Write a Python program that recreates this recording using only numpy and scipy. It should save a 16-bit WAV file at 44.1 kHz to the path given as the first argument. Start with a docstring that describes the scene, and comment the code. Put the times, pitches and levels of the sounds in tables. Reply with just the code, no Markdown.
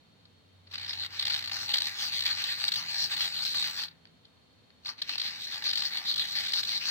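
"""In a small, quiet room a lead holder is swung round in a hand-held rotary lead pointer, close by, in two spells.
Stick-slip friction of the lead on the abrasive cup is made of random grains in uneven slips, and a resonant
filter lets the plastic pot ring with them; the cap rumbles. Sliding narrow noise makes half squeaks of the rubbing
parts, and one faint chirping tick in the pause. The holder ticks before, between and once during the spells, as
short bursts of grains. Filtered noise makes room air and a faint whine; sines make a rising hum and a swelling drone."""
import sys
import numpy as np
from scipy import signal
from scipy.fft import rfft, irfft, next_fast_len
from scipy.io import wavfile
from scipy.ndimage import uniform_filter1d, map_coordinates

SR = 44100
rng = np.random.default_rng(int(sys.argv[2]) if len(sys.argv) > 2 else 0)


def transcribe(u):
    """Save the signal u as a 16-bit wav file named by the first command-line argument.

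    u: samples, shape (n,) or (channels, n), limited to [-1, 1]; the rate is SR.
    q: integer samples, one column per channel.
    """
    v = np.clip(np.atleast_2d(u).T, -1, 1)
    q = np.round(v * 32767).astype(np.int16)
    wavfile.write(sys.argv[1], SR, q)


N = 304290


def amp(db):
    """Level law: decibels to amplitude gain."""
    return 10 ** (np.asarray(db) / 20)


def unit(x):
    """Normalisation: x scaled to rms 1."""
    return x / np.sqrt(np.mean(x ** 2) + 1e-20)


def along(points, hz):
    """Logarithmic frequency scale: (frequency, value) points interpolated on it."""
    f, v = np.transpose(points)
    return np.interp(np.log(hz + 1), np.log(f + 1), v)


def curves(rows):
    """Linear interpolation in time: one value per sample for each column after the time."""
    s, *cols = np.transpose(rows)
    return [np.interp(np.arange(N) / SR, s, c) for c in cols]


def wobble(rate):
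    """Slow random modulation: a smooth curve through rate knots a second."""
    knots = rng.standard_normal(int(N * rate / SR) + 4)
    return map_coordinates(knots, [np.arange(N) * rate / SR])


def gate(start, length, attack_s, release_s):
    """Amplitude envelope: attack, hold and release, from 0 to 1 and back."""
    t = np.arange(N) / SR - start
    return (1 + np.tanh(t / attack_s)) * (1 + np.tanh((length - t) / release_s)) / 4


def filtered(x, response):
    """Linear filtering: the spectrum of x times a response of frequency."""
    m = 2 * next_fast_len(N // 2 + SR // 4)
    return irfft(rfft(x, m) * response(np.fft.rfftfreq(m, 1 / SR)), m)[..., :N]


def causal(db):
    """Minimum phase: folding the cepstrum gives these levels a causal response."""
    cepstrum = irfft(np.log(amp(db)))
    half = len(cepstrum) // 2
    cepstrum[1:half] *= 2
    cepstrum[half + 1:] = 0
    return np.exp(rfft(cepstrum))


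# spectrum of the room's air: (frequency [Hz], relative level [dB])
AIR_SPECTRUM = [(15, -62), (25, -35), (48, -22), (92, -1), (123, -7.5), (157, -7), (277, -7.5),
                (301, -14.5), (394, -14), (489, -12), (545, -14.5), (1520, -21.5), (4250, -22), (5280, -30),
                (16000, -46)]
# its left-right correlation: (frequency [Hz], correlation [0-1])
AIR_CORRELATION = [(60, 0.77), (180, 0.44), (550, 0.035), (1650, 0.019)]


def room_air(level_db=-63.5):
    """Diffuse field: mid and side noise mixed so that left and right agree less towards the treble."""
    def mid_and_side(hz):
        angle = np.arccos(along(AIR_CORRELATION, hz)) / 2
        return amp(along(AIR_SPECTRUM, hz)) * [np.cos(angle), np.sin(angle)]
    mid, side = filtered(rng.standard_normal((2, N)), mid_and_side)
    return amp(level_db) * unit(np.array([mid + side, mid - side]))


# bands of a faint, breathy whine: (frequency [Hz], half width [Hz], level [dB])
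WHINE_BANDS = [(3160, 90, -79), (3670, 55, -76.5), (4160, 100, -79), (4370, 37, -74.5)]


def whine():
    """Narrow-band noise: each band of noise is heard as a breathy pitch."""
    total = 0
    for centre, width, db in WHINE_BANDS:
        band = filtered(rng.standard_normal((2, N)), lambda hz: 1 / (1 + ((hz - centre) / width) ** 2))
        total = total + amp(db) * unit(band)
    return total


def unsteady_tone(hz, db):
    """Frequency and amplitude modulation: a sine that wavers slightly in pitch and level."""
    phase = 2 * np.pi * np.cumsum(hz * (1 + 0.006 * wobble(8))) / SR
    return np.sqrt(2) * amp(db + 0.7 * wobble(3.6)) * np.sin(phase)


# swells of the higher drone: (start [s], length [s], level [dB])
DRONE_SWELLS = [(-0.1, 0.44, -73.5), (2.682, 0.32, -63.5), (3.096, 1.12, -69.5)]
DRONE_REST_DB, DRONE_FADE_S = -89, 0.12  # level between swells; their rise and fall


def drone(hz=164.5):
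    """Amplitude modulation: a tone of steady mean pitch swells now and then."""
    gain = amp(DRONE_REST_DB)
    for start, length, db in DRONE_SWELLS:
        gain = gain + amp(db) * gate(start, length, DRONE_FADE_S, DRONE_FADE_S)
    return unsteady_tone(hz, 20 * np.log10(gain))


# course of the low hum: (time [s], level [dB])
HUM_LEVEL = [(0, -88), (0.35, -71), (0.75, -59), (1.2, -59), (1.5, -64.5), (2.18, -65), (2.28, -56.5),
             (2.45, -64.5), (3.1, -67), (3.9, -80), (6.9, -95)]
HUM_HZ, HUM_RISE_HZ_PER_S = 92.7, 1.9


def hum():
    """Frequency glide: a low tone whose mean pitch rises steadily."""
    return unsteady_tone(HUM_HZ + HUM_RISE_HZ_PER_S * np.arange(N) / SR, curves(HUM_LEVEL)[0])


def grit(spread_db):
    """Granular excitation: abrasive grains of very unequal size, in three unrelated impulse streams."""
    return unit(rng.standard_normal((3, N)) * amp(spread_db * rng.standard_normal(N)))


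def hump(t, length_s):
    """Stick-slip release: the power of one slip round its peak, a crush with a brief crack as the lead lets go."""
    # length_s is the width of the crush at half its power
    crush = 2 ** -((t / (length_s * np.where(t < 0, 0.4, 0.6))) ** 2)
    return crush * (1 + 0.41 * 2 ** -((t / 0.00043) ** 2))


# the pot's broad response: (frequency [Hz], relative level [dB])
POT_RESPONSE = [(60, -37), (300, -30), (570, -31.5), (800, -26), (1300, -18), (2300, -9.5), (3000, -6),
                (3800, 1), (4700, -8.5), (5400, -11.5), (6700, -26), (10200, -40), (15500, -35)]
# its resonances: (frequency [Hz], width [Hz], lift [dB])
POT_MODES = [(810, 273, 12), (1172, 68, 6.5), (1730, 800, 7), (4450, 470, 5), (5940, 730, 9),
             (7900, 800, 9.5), (11870, 1600, 8.5), (14850, 880, 11.5)]
# level difference between the sides: (frequency [Hz], left minus right [dB])
SIDE_BALANCE = [(300, 2.5), (800, -1), (1400, -1.5), (1700, -2.5), (1950, -4.5), (2300, 1), (2900, 3),
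                (3700, -2.5), (4500, 5), (4900, 3.5), (5600, 6), (6600, -1), (8000, 0.5), (15000, 2)]
# sound that arrives directly: (frequency [Hz], share of power [0-1])
DIRECT_SHARE = [(200, 0.82), (550, 0.36), (800, 0.61), (1500, 0), (2200, 0.93), (3200, 0.07), (4500, 0.96),
                (5600, 0.43), (8000, 0.02), (15000, 0)]


def pot(force, lag_s=0.00013):
    """Modal resonance: the pot rings; direct sound reaches the left first, the hands scatter the rest."""
    sides = np.array([[.5], [-.5]])

    def body(hz):
        lifts = sum(db / (1 + (2 * (hz - centre) / width) ** 2) for centre, width, db in POT_MODES)
        return causal(along(POT_RESPONSE, hz) + lifts) * amp(sides * along(SIDE_BALANCE, hz))

    def straight(hz):
        return np.sqrt(along(DIRECT_SHARE, hz)) * np.exp(2j * np.pi * hz * lag_s * sides)

    direct = filtered(force[0], straight)
    scattered = filtered(force[1:], lambda hz: np.sqrt(1 - along(DIRECT_SHARE, hz)))
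    return filtered(direct + scattered, body)


# the cup's three ring bands, above the hollow shell: (upper edge [Hz], relative level [dB])
RING_BANDS = [(4100, -3.5), (5000, 5.5), (6500, -9.5)]


def registers(x, tilt_db, shell_hz=3000):
    """Band splitting: hollow shell, ring of the cup and fine sizzle, each brought to about rms 1."""
    corners = [shell_hz] + [edge for edge, _ in RING_BANDS]
    lows = [filtered(x, lambda hz: 1 / (1 + (hz / corner) ** 24)) for corner in corners]
    # where the lead touches the cup tilts its ring towards the lower or the upper band
    gains = [amp(db + (k - 1) * tilt_db) for k, (_, db) in enumerate(RING_BANDS)]
    ring = sum(gain * unit(band) for gain, band in zip(gains, np.diff(lows, axis=0)))
    return unit(lows[0]), ring / np.linalg.norm(gains, axis=0), unit(x - lows[-1])


# each spell starts slowly and so duller:
# (start [s], sizzle of an ordinary stroke at full speed [dB], sizzle missing at first [dB])
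SPELL_STARTS = [(0.7, -49.5, 7), (4.85, -52, 4)]
SPIN_UP_S = 0.65  # time constant of the hand getting up to speed
ORDINARY_DB, SIZZLE_FOLLOWS = -33, 0.6  # ring at an ordinary stroke; dB of sizzle per dB of ring
GRAZE_DB = -39  # ring level below which the lead only grazes and the sizzle fades with it


def sizzle_level(ring_db):
    """Friction noise law: sizzle grows with pressure and hand speed, and ends with the contact."""
    t = np.arange(N) / SR
    spell = np.maximum(np.searchsorted([row[0] for row in SPELL_STARTS], t) - 1, 0)
    start, full_db, missing_db = np.array(SPELL_STARTS)[spell].T
    speed_db = full_db - missing_db * np.exp(-((t - start) / SPIN_UP_S) ** 2)
    pressed_db = np.maximum(ring_db, GRAZE_DB)
    return speed_db + SIZZLE_FOLLOWS * (pressed_db - ORDINARY_DB) + ring_db - pressed_db


def knocks(table, level_db, shell_db, sizzle_db, tilt_db):
    """Impact excitation: each contact is a short crush of grains that rings the pot."""
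    ring_power, shell_power = np.zeros((2, N))
    for s, db, hollow_db, length_s in table:
        near = np.arange(max(0, round(s * SR) - SR // 40), min(N, round(s * SR) + SR // 40))
        power = amp(db + level_db) ** 2 * hump(near / SR - s, length_s)
        ring_power[near] += power
        shell_power[near] += power * amp(hollow_db + shell_db) ** 2
    shell, ring, sizzle = registers(pot(grit(spread_db=2.5)), tilt_db)
    ring_db = 10 * np.log10(ring_power + 1e-14)
    sizzle_gain = amp(sizzle_level(ring_db) + sizzle_db)
    return shell * np.sqrt(shell_power) + ring * amp(ring_db) + sizzle * sizzle_gain


# the holder lightly touches its socket before, between and once during the spells, levels before trims:
# (peak time [s], ring level [dB], hollow shell relative to ring [dB], length [s])
SOCKET_TICKS = [(0.256, -59, -7, 0.0054), (0.674, -58, 0, 0.0076), (3.856, -47, 2, 0.0035),
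                (3.885, -45.5, -11, 0.0046), (3.916, -60, -13, 0.011), (4.055, -48, 1, 0.0014),
                (4.073, -60, 1, 0.0027), (4.254, -57, -7, 0.003), (4.705, -61, 6, 0.0018),
                (4.992, -51.5, 1, 0.017)]
TICK_TOP_HZ = 5250  # such soft touches ring little higher


def ticks():
    """Soft impact: a gentle contact excites only the lower modes, hence the low-pass."""
    touches = knocks(SOCKET_TICKS, level_db=4.0, shell_db=-7.5, sizzle_db=-4, tilt_db=0)
    return filtered(touches, lambda hz: 1 / (1 + (hz / TICK_TOP_HZ) ** 10))


# reverberation time of the room: (frequency [Hz], time to fall 60 dB [s])
ROOM_DECAY = [(200, 0.32), (2000, 0.36), (5000, 0.042), (14000, 0.23)]


def room(x):
    """Reverberation: convolution with decaying noise gives a small room's short, diffuse answer."""
    hz, t, z = signal.stft(rng.standard_normal((2, SR // 3)), SR, nperseg=256)
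    decay = amp(-60 * t / along(ROOM_DECAY, hz)[:, None])
    tail = signal.istft(z * decay, SR, nperseg=256)[1]
    tail = np.pad(tail / np.linalg.norm(tail[0]), ((0, 0), (SR // 200, 0)))  # arrives 5 ms late
    return signal.fftconvolve(x, tail, axes=1)[:, :N]


# the lead rides lightly round the cup while the holder is swung:
# (start [s], end [s], ring level [dB], share in separate slips [0-1])
LIGHT_CONTACT = [(0.727, 1.1, -43, 0.88), (1.06, 1.117, -50, 0.82), (1.126, 3.845, -42, 0.8),
                 (4.988, 5.098, -51, 0.8), (5.092, 7.2, -42.5, 0.78)]
LIGHT_SHELL_DB, LIGHT_TILT_DB = -5, 1  # its hollow shell relative to ring; its tilt per ring band
# the hand bears down: (start [s], length [s], ring level [dB], hollow shell relative to ring [dB],
# upward tilt [dB per ring band], share in separate slips [0-1])
PRESSED_STROKES = [(0.88, 0.038, -45, -2, -4, 0.9), (1.012, 0.047, -36.5, -8, -10, 0.7),
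                   (1.19, 0.095, -37.5, -9, -15, 0.93), (1.29, 0.094, -34.5, -8, 7, 0.95),
                   (1.52, 0.13, -34.5, -9, 3, 0.8), (1.69, 0.04, -33.5, -6.5, -11, 0.8),
                   (1.735, 0.028, -28, -10, -14, 0.8), (1.843, 0.043, -33, -10, -5, 0.88),
                   (1.995, 0.077, -30.5, -9, 0, 0.72), (2.135, 0.043, -31, -12.5, -4.5, 0.7),
                   (2.25, 0.072, -31.5, -8, -6, 0.85), (2.375, 0.099, -35, -6.5, -0.5, 0.72),
                   (2.485, 0.046, -33.5, -6.5, -5, 0.68), (2.59, 0.081, -36, -6, -3, 0.82),
                   (2.755, 0.05, -33.5, -10.5, 5.5, 0.7), (2.885, 0.093, -36.5, -7.5, 3.5, 0.78),
                   (2.99, 0.072, -29.5, -12.5, 3.5, 0.68), (3.118, 0.034, -30, -6, -5.5, 0.62),
                   (3.2, 0.069, -29, -11.5, 0, 0.65), (3.34, 0.084, -36, -10, -5, 0.75),
                   (3.436, 0.073, -32, -12.5, 2.5, 0.75), (3.534, 0.16, -31.5, -10.5, -2, 0.66),
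                   (3.775, 0.061, -35, -10.5, 0.5, 0.74), (4.868, 0.035, -37.5, -7, 5, 0.55),
                   (5.09, 0.06, -35.5, -9.5, 0.5, 0.8), (5.238, 0.043, -32, -9.5, -4, 0.79),
                   (5.42, 0.044, -37, -17, -6, 0.7), (5.522, 0.042, -33.5, -10, -4, 0.78),
                   (5.65, 0.063, -29.5, -10.5, -1, 0.8), (5.775, 0.1, -31, -12, 1, 0.8),
                   (5.925, 0.064, -35, -8, -7.5, 0.7), (6.068, 0.049, -31.5, -13.5, -8, 0.72),
                   (6.187, 0.042, -30, -14, -11, 0.8), (6.235, 0.1, -36.5, -13, -1.5, 0.87),
                   (6.362, 0.046, -28, -11.5, -5, 0.76), (6.43, 0.069, -32.5, -9.5, -4, 0.72),
                   (6.556, 0.06, -28.5, -12, 1.5, 0.62), (6.67, 0.11, -33.5, -11, 0, 0.7),
                   (6.812, 0.04, -39, -8, 7, 0.5), (6.856, 0.074, -30.5, -12, 2, 0.6)]
ATTACK_S, RELEASE_S = 0.013, 0.016  # how fast pressure comes and goes


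def hand():
    """Power summation: light contact and strokes add to the ring's level; the harder sets the colour more."""
    light = [(start, end - start, db, LIGHT_SHELL_DB, LIGHT_TILT_DB, chatter)
             for start, end, db, chatter in LIGHT_CONTACT]
    rows = np.array(light + list(PRESSED_STROKES))
    powers = np.array([amp(db) ** 2 * gate(start, length, ATTACK_S, RELEASE_S)
                       for start, length, db in rows[:, :3]])
    total = powers.sum(axis=0) + 1e-10
    hollow, tilt, chatter = rows[:, 3:].T @ powers / total
    return 10 * np.log10(total), hollow, tilt, chatter


def rumble(ring_db, level_db=-47.5, follow=0.46, low_hz=60, high_hz=260, side_db=-8):
    """Rolling noise: the turning cap rumbles softly in the hand, more under a firmer stroke."""
    def band(hz):
        high_pass = (hz / low_hz) ** 6 / (1 + (hz / low_hz) ** 6)
        return high_pass / (1 + (hz / high_hz) ** 2)
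    mid, side = filtered(rng.standard_normal((2, N)), band) * amp([[0], [side_db]])
    effort_db = uniform_filter1d(ring_db, size=SR // 12)
    return amp(level_db + follow * effort_db) * unit(np.array([mid + side, mid - side]))


def patchy(x, depth_db):
    """Spectral modulation: the colour drifts at random as the contact moves round the cup."""
    z = signal.stft(x, nperseg=512)[2]
    field = rng.standard_normal(z.shape[-2:])
    for _ in range(2):
        field = uniform_filter1d(field, size=5, axis=0)  # smooth over frequency
        field = uniform_filter1d(field, size=9, axis=1)  # smooth over time
    return signal.istft(z * amp(depth_db * unit(field)), nperseg=512)[1][..., :N]


def slips(share, slow_hz=72, fast_hz=150, length_s=0.0063, spread_db=1.45):
    """Stick-slip friction: a power envelope of mean about 1, slower the harder the lead sticks."""
    pace = (fast_hz + (slow_hz - fast_hz) * share ** 2) * np.exp(.22 * wobble(60))
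    starts = np.diff(np.floor(np.cumsum(pace) / SR), prepend=0)
    kicks = starts * amp(spread_db * rng.standard_normal(N)) ** 2
    one_slip = hump(np.arange(-SR // 50, SR // 50) / SR, length_s)
    power = np.abs(signal.fftconvolve(kicks, one_slip, "same"))
    # the hand feeds the lead steadily, so big slips are paid for by small ones
    return power / (uniform_filter1d(power, size=SR // 22) + 1e-3 * power.mean())


# the lead judders at an even pace, levels before scatter and trims:
# (first slip [s], last slip [s], number of slips, ring level [dB], hollow shell relative to ring [dB])
JUDDER_RUNS = [(0.782, 0.881, 7, -37, -2.5), (1.197, 1.227, 3, -28, -6), (1.255, 1.281, 3, -26.5, -7),
               (1.301, 1.308, 2, -26.5, -2), (1.323, 1.344, 2, -27, -7), (1.349, 1.392, 4, -29, -4),
               (1.409, 1.477, 5, -34.5, -1.5), (1.498, 1.517, 2, -35.5, 3.5), (1.74, 1.745, 2, -22.5, -8),
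               (1.772, 1.785, 2, -25, -9), (2.194, 2.254, 5, -28, -7.5), (2.722, 2.76, 3, -25.5, -8.5),
               (4.86, 4.882, 2, -31.5, -6), (5.183, 5.218, 3, -27.5, -7.5), (5.758, 5.775, 2, -25, -9.5),
               (5.823, 5.85, 3, -30, -5), (6.142, 6.181, 3, -26.5, -13), (6.537, 6.544, 2, -25.5, -10)]
JUDDER_SLIP_S = 0.0049  # length of each slip in a judder
# the lead catches once and breaks free, levels before trims:
# (peak time [s], ring level [dB], hollow shell relative to ring [dB], length [s])
SINGLE_CATCHES = [(0.716, -43.5, -4, 0.0061), (0.741, -33, -2.5, 0.0073), (0.757, -32.5, 0, 0.0036),
                  (0.895, -28.5, -8, .004), (0.934, -29.5, -5.5, 0.0057), (1.048, -33.5, 0.5, 0.0044),
                  (1.271, -21, -8, 0.0013), (1.336, -24.5, -7, 0.0024), (1.556, -39, -10, .001),
                  (1.716, -27, -12, .003), (1.758, -21, -6, 0.00094), (1.806, -26.5, -9, .005),
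                  (1.821, -20, -8.5, 0.0021), (2.061, -32, -12, 0.0031), (2.145, -28, -14, 0.0027),
                  (2.264, -18.5, -13.5, 0.0019), (2.274, -32, -8, .002), (2.442, -24, -12, .004),
                  (2.682, -24, -8, 0.0053), (2.689, -27.5, -2.5, .005), (3.033, -26.5, -6, 0.0022),
                  (3.04, -22.5, -19, .002), (3.169, -29, -2, 0.0061), (3.179, -28, -3.5, 0.0029),
                  (3.208, -25, -1, 0.0035), (3.452, -25.5, -15, 0.0033), (3.546, -30, 0.5, 0.0065),
                  (3.627, -26, -5.5, 0.0052), (3.837, -29, -5.5, .005), (5.021, -24, -9.5, 0.0051),
                  (5.095, -27, -4, .005), (5.157, -30, -3.5, 0.0029), (5.575, -39, 4.5, .002),
                  (5.624, -34.5, 1, 0.0043), (5.642, -26, -10, .004), (5.734, -27.5, -5.5, 0.0079),
                  (5.745, -37, -4, 0.0034), (5.973, -26.5, -6, 0.0042), (6.115, -28, -9, .0025),
                  (6.196, -23, -6.5, 0.0026), (6.464, -27, -16, .002), (6.485, -30, -8, 0.0067),
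                  (6.522, -27, -12, 0.0038), (6.573, -25, -8, .003), (6.634, -25, -8.5, 0.0049),
                  (6.652, -28, -13, 0.0047), (6.693, -26, -7, 0.0029), (6.856, -22, -7, 0.0012)]


def hard_slips(scatter_db=2.0):
    """Stick-slip at high load: judders and single catches as rows like SINGLE_CATCHES, in order of time."""
    rows = [tuple(row) for row in SINGLE_CATCHES]
    for first, last, count, db, hollow in JUDDER_RUNS:
        for s in np.linspace(first, last, int(round(count))):
            rows.append((s, db + scatter_db * rng.standard_normal(), hollow, JUDDER_SLIP_S))
    return np.array(sorted(rows))


def sticking(catches, reach=1.18, early_s=0.0012):
    """Static friction: the lead is held round each hard slip, and scraping dips for reach times its length."""
    t = np.arange(N) / SR
    held = catches[:, 0] - early_s
    nearest = np.searchsorted((held[1:] + held[:-1]) / 2, t)
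    return 1 - .82 * np.exp(-((t - held[nearest]) / (reach * catches[nearest, 3])) ** 4)


# the lead jams: (start [s], length [s])
JAMS = [(0.765, 0.012), (0.867, 0.009), (1.068, 0.037), (1.245, 0.01), (1.284, 0.012), (1.467, 0.0075),
        (1.489, 0.011), (1.5, 0.012), (1.727, 0.0093), (1.788, 0.011), (2.695, 0.014), (3.154, 0.0073),
        (4.801, 0.046), (5.165, 0.011), (5.719, 0.013), (6.147, 0.012), (6.614, 0.012)]
STALL_DB, STALL_EDGE_S = -10, 0.002  # how far and how fast the scraping drops


def stalling():
    """Interrupted sliding: the gain of the scraping drops while the lead is jammed."""
    return amp(STALL_DB * sum(gate(start, length, STALL_EDGE_S, STALL_EDGE_S) for start, length in JAMS))


def grinding(level, hollow, tilt, chatter, catches):
    """Sliding friction: smooth scraping and chatter, swelling with each stroke of the hand."""
    share = np.clip(chatter, 0, .93)
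    power = 1 - share + share * slips(share)
    force = patchy(grit(spread_db=6.0), depth_db=2.5) * np.sqrt(power)
    shell, ring, sizzle = registers(pot(force), tilt)
    scrape = amp(level) * (amp(hollow) * shell + ring) + amp(sizzle_level(level)) * sizzle
    return stalling() * sticking(catches) * scrape


# half squeaks of the rubbing parts, and one faint chirping tick in the pause:
# (start [s], length [s], first frequency [Hz], last frequency [Hz], level [dB])
SQUEAK_AND_CHIRP_GLIDES = [(0.883, 0.043, 5250, 4820, -42), (1.855, 0.035, 4300, 4500, -43),
                           (2.028, 0.055, 4943, 4620, -40.5), (3.005, 0.048, 5500, 5565, -39),
                           (3.45, 0.042, 4150, 4250, -36), (3.789, 0.07, 4487, 4363, -40),
                           (4.249, 0.014, 3450, 3250, -59), (6.075, 0.055, 4050, 4430, -32),
                           (6.179, 0.051, 4200, 3846, -36), (6.677, 0.11, 4600, 3920, -37),
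                           (6.809, 0.035, 2550, 2900, -37.5)]
GLIDE_HALF_WIDTH_HZ, GLIDE_FADE_S = 320, 0.006


def squeaks_and_chirp(chatter=0.57, left_db=1.0):
    """Frequency-shifted narrow-band noise: it slides in pitch, flutters at a slip pace and is diffuse."""
    noise = rng.standard_normal((2, 2, N))
    a, b = unit(filtered(noise, lambda hz: 1 / (1 + (hz / GLIDE_HALF_WIDTH_HZ) ** 2)))
    points, level = [], 0
    for s, length, first, last, db in SQUEAK_AND_CHIRP_GLIDES:
        points += [(s, first), (s + length, last)]
        level = level + amp(db) * gate(s, length, GLIDE_FADE_S, GLIDE_FADE_S)
    phase = 2 * np.pi * np.cumsum(curves(points)[0]) / SR
    flutter = np.sqrt(1 - chatter + chatter * slips(chatter))
    # the noise is shifted up to the sliding pitch
    return amp([[left_db], [-left_db]]) * level * flutter * (a * np.cos(phase) + b * np.sin(phase))


def scene():
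    """Superposition: the pointer close by, the room's answer to it, and the background."""
    background = room_air() + whine() + drone() + hum()
    level, hollow, tilt, chatter = hand()
    catches = hard_slips()
    pointer = ticks() + grinding(level, hollow, tilt, chatter, catches) + squeaks_and_chirp()
    pointer = pointer + knocks(catches, level_db=-2.0, shell_db=-4.5, sizzle_db=1, tilt_db=-5.5)
    return pointer + amp(-10.5) * room(pointer) + rumble(level) + background


TOP_HZ = 15800


def record(dry):
    """Band limiting: nothing is kept above the top frequency."""
    return filtered(dry, lambda hz: hz < TOP_HZ)


dry = scene()
out = record(dry)
transcribe(out)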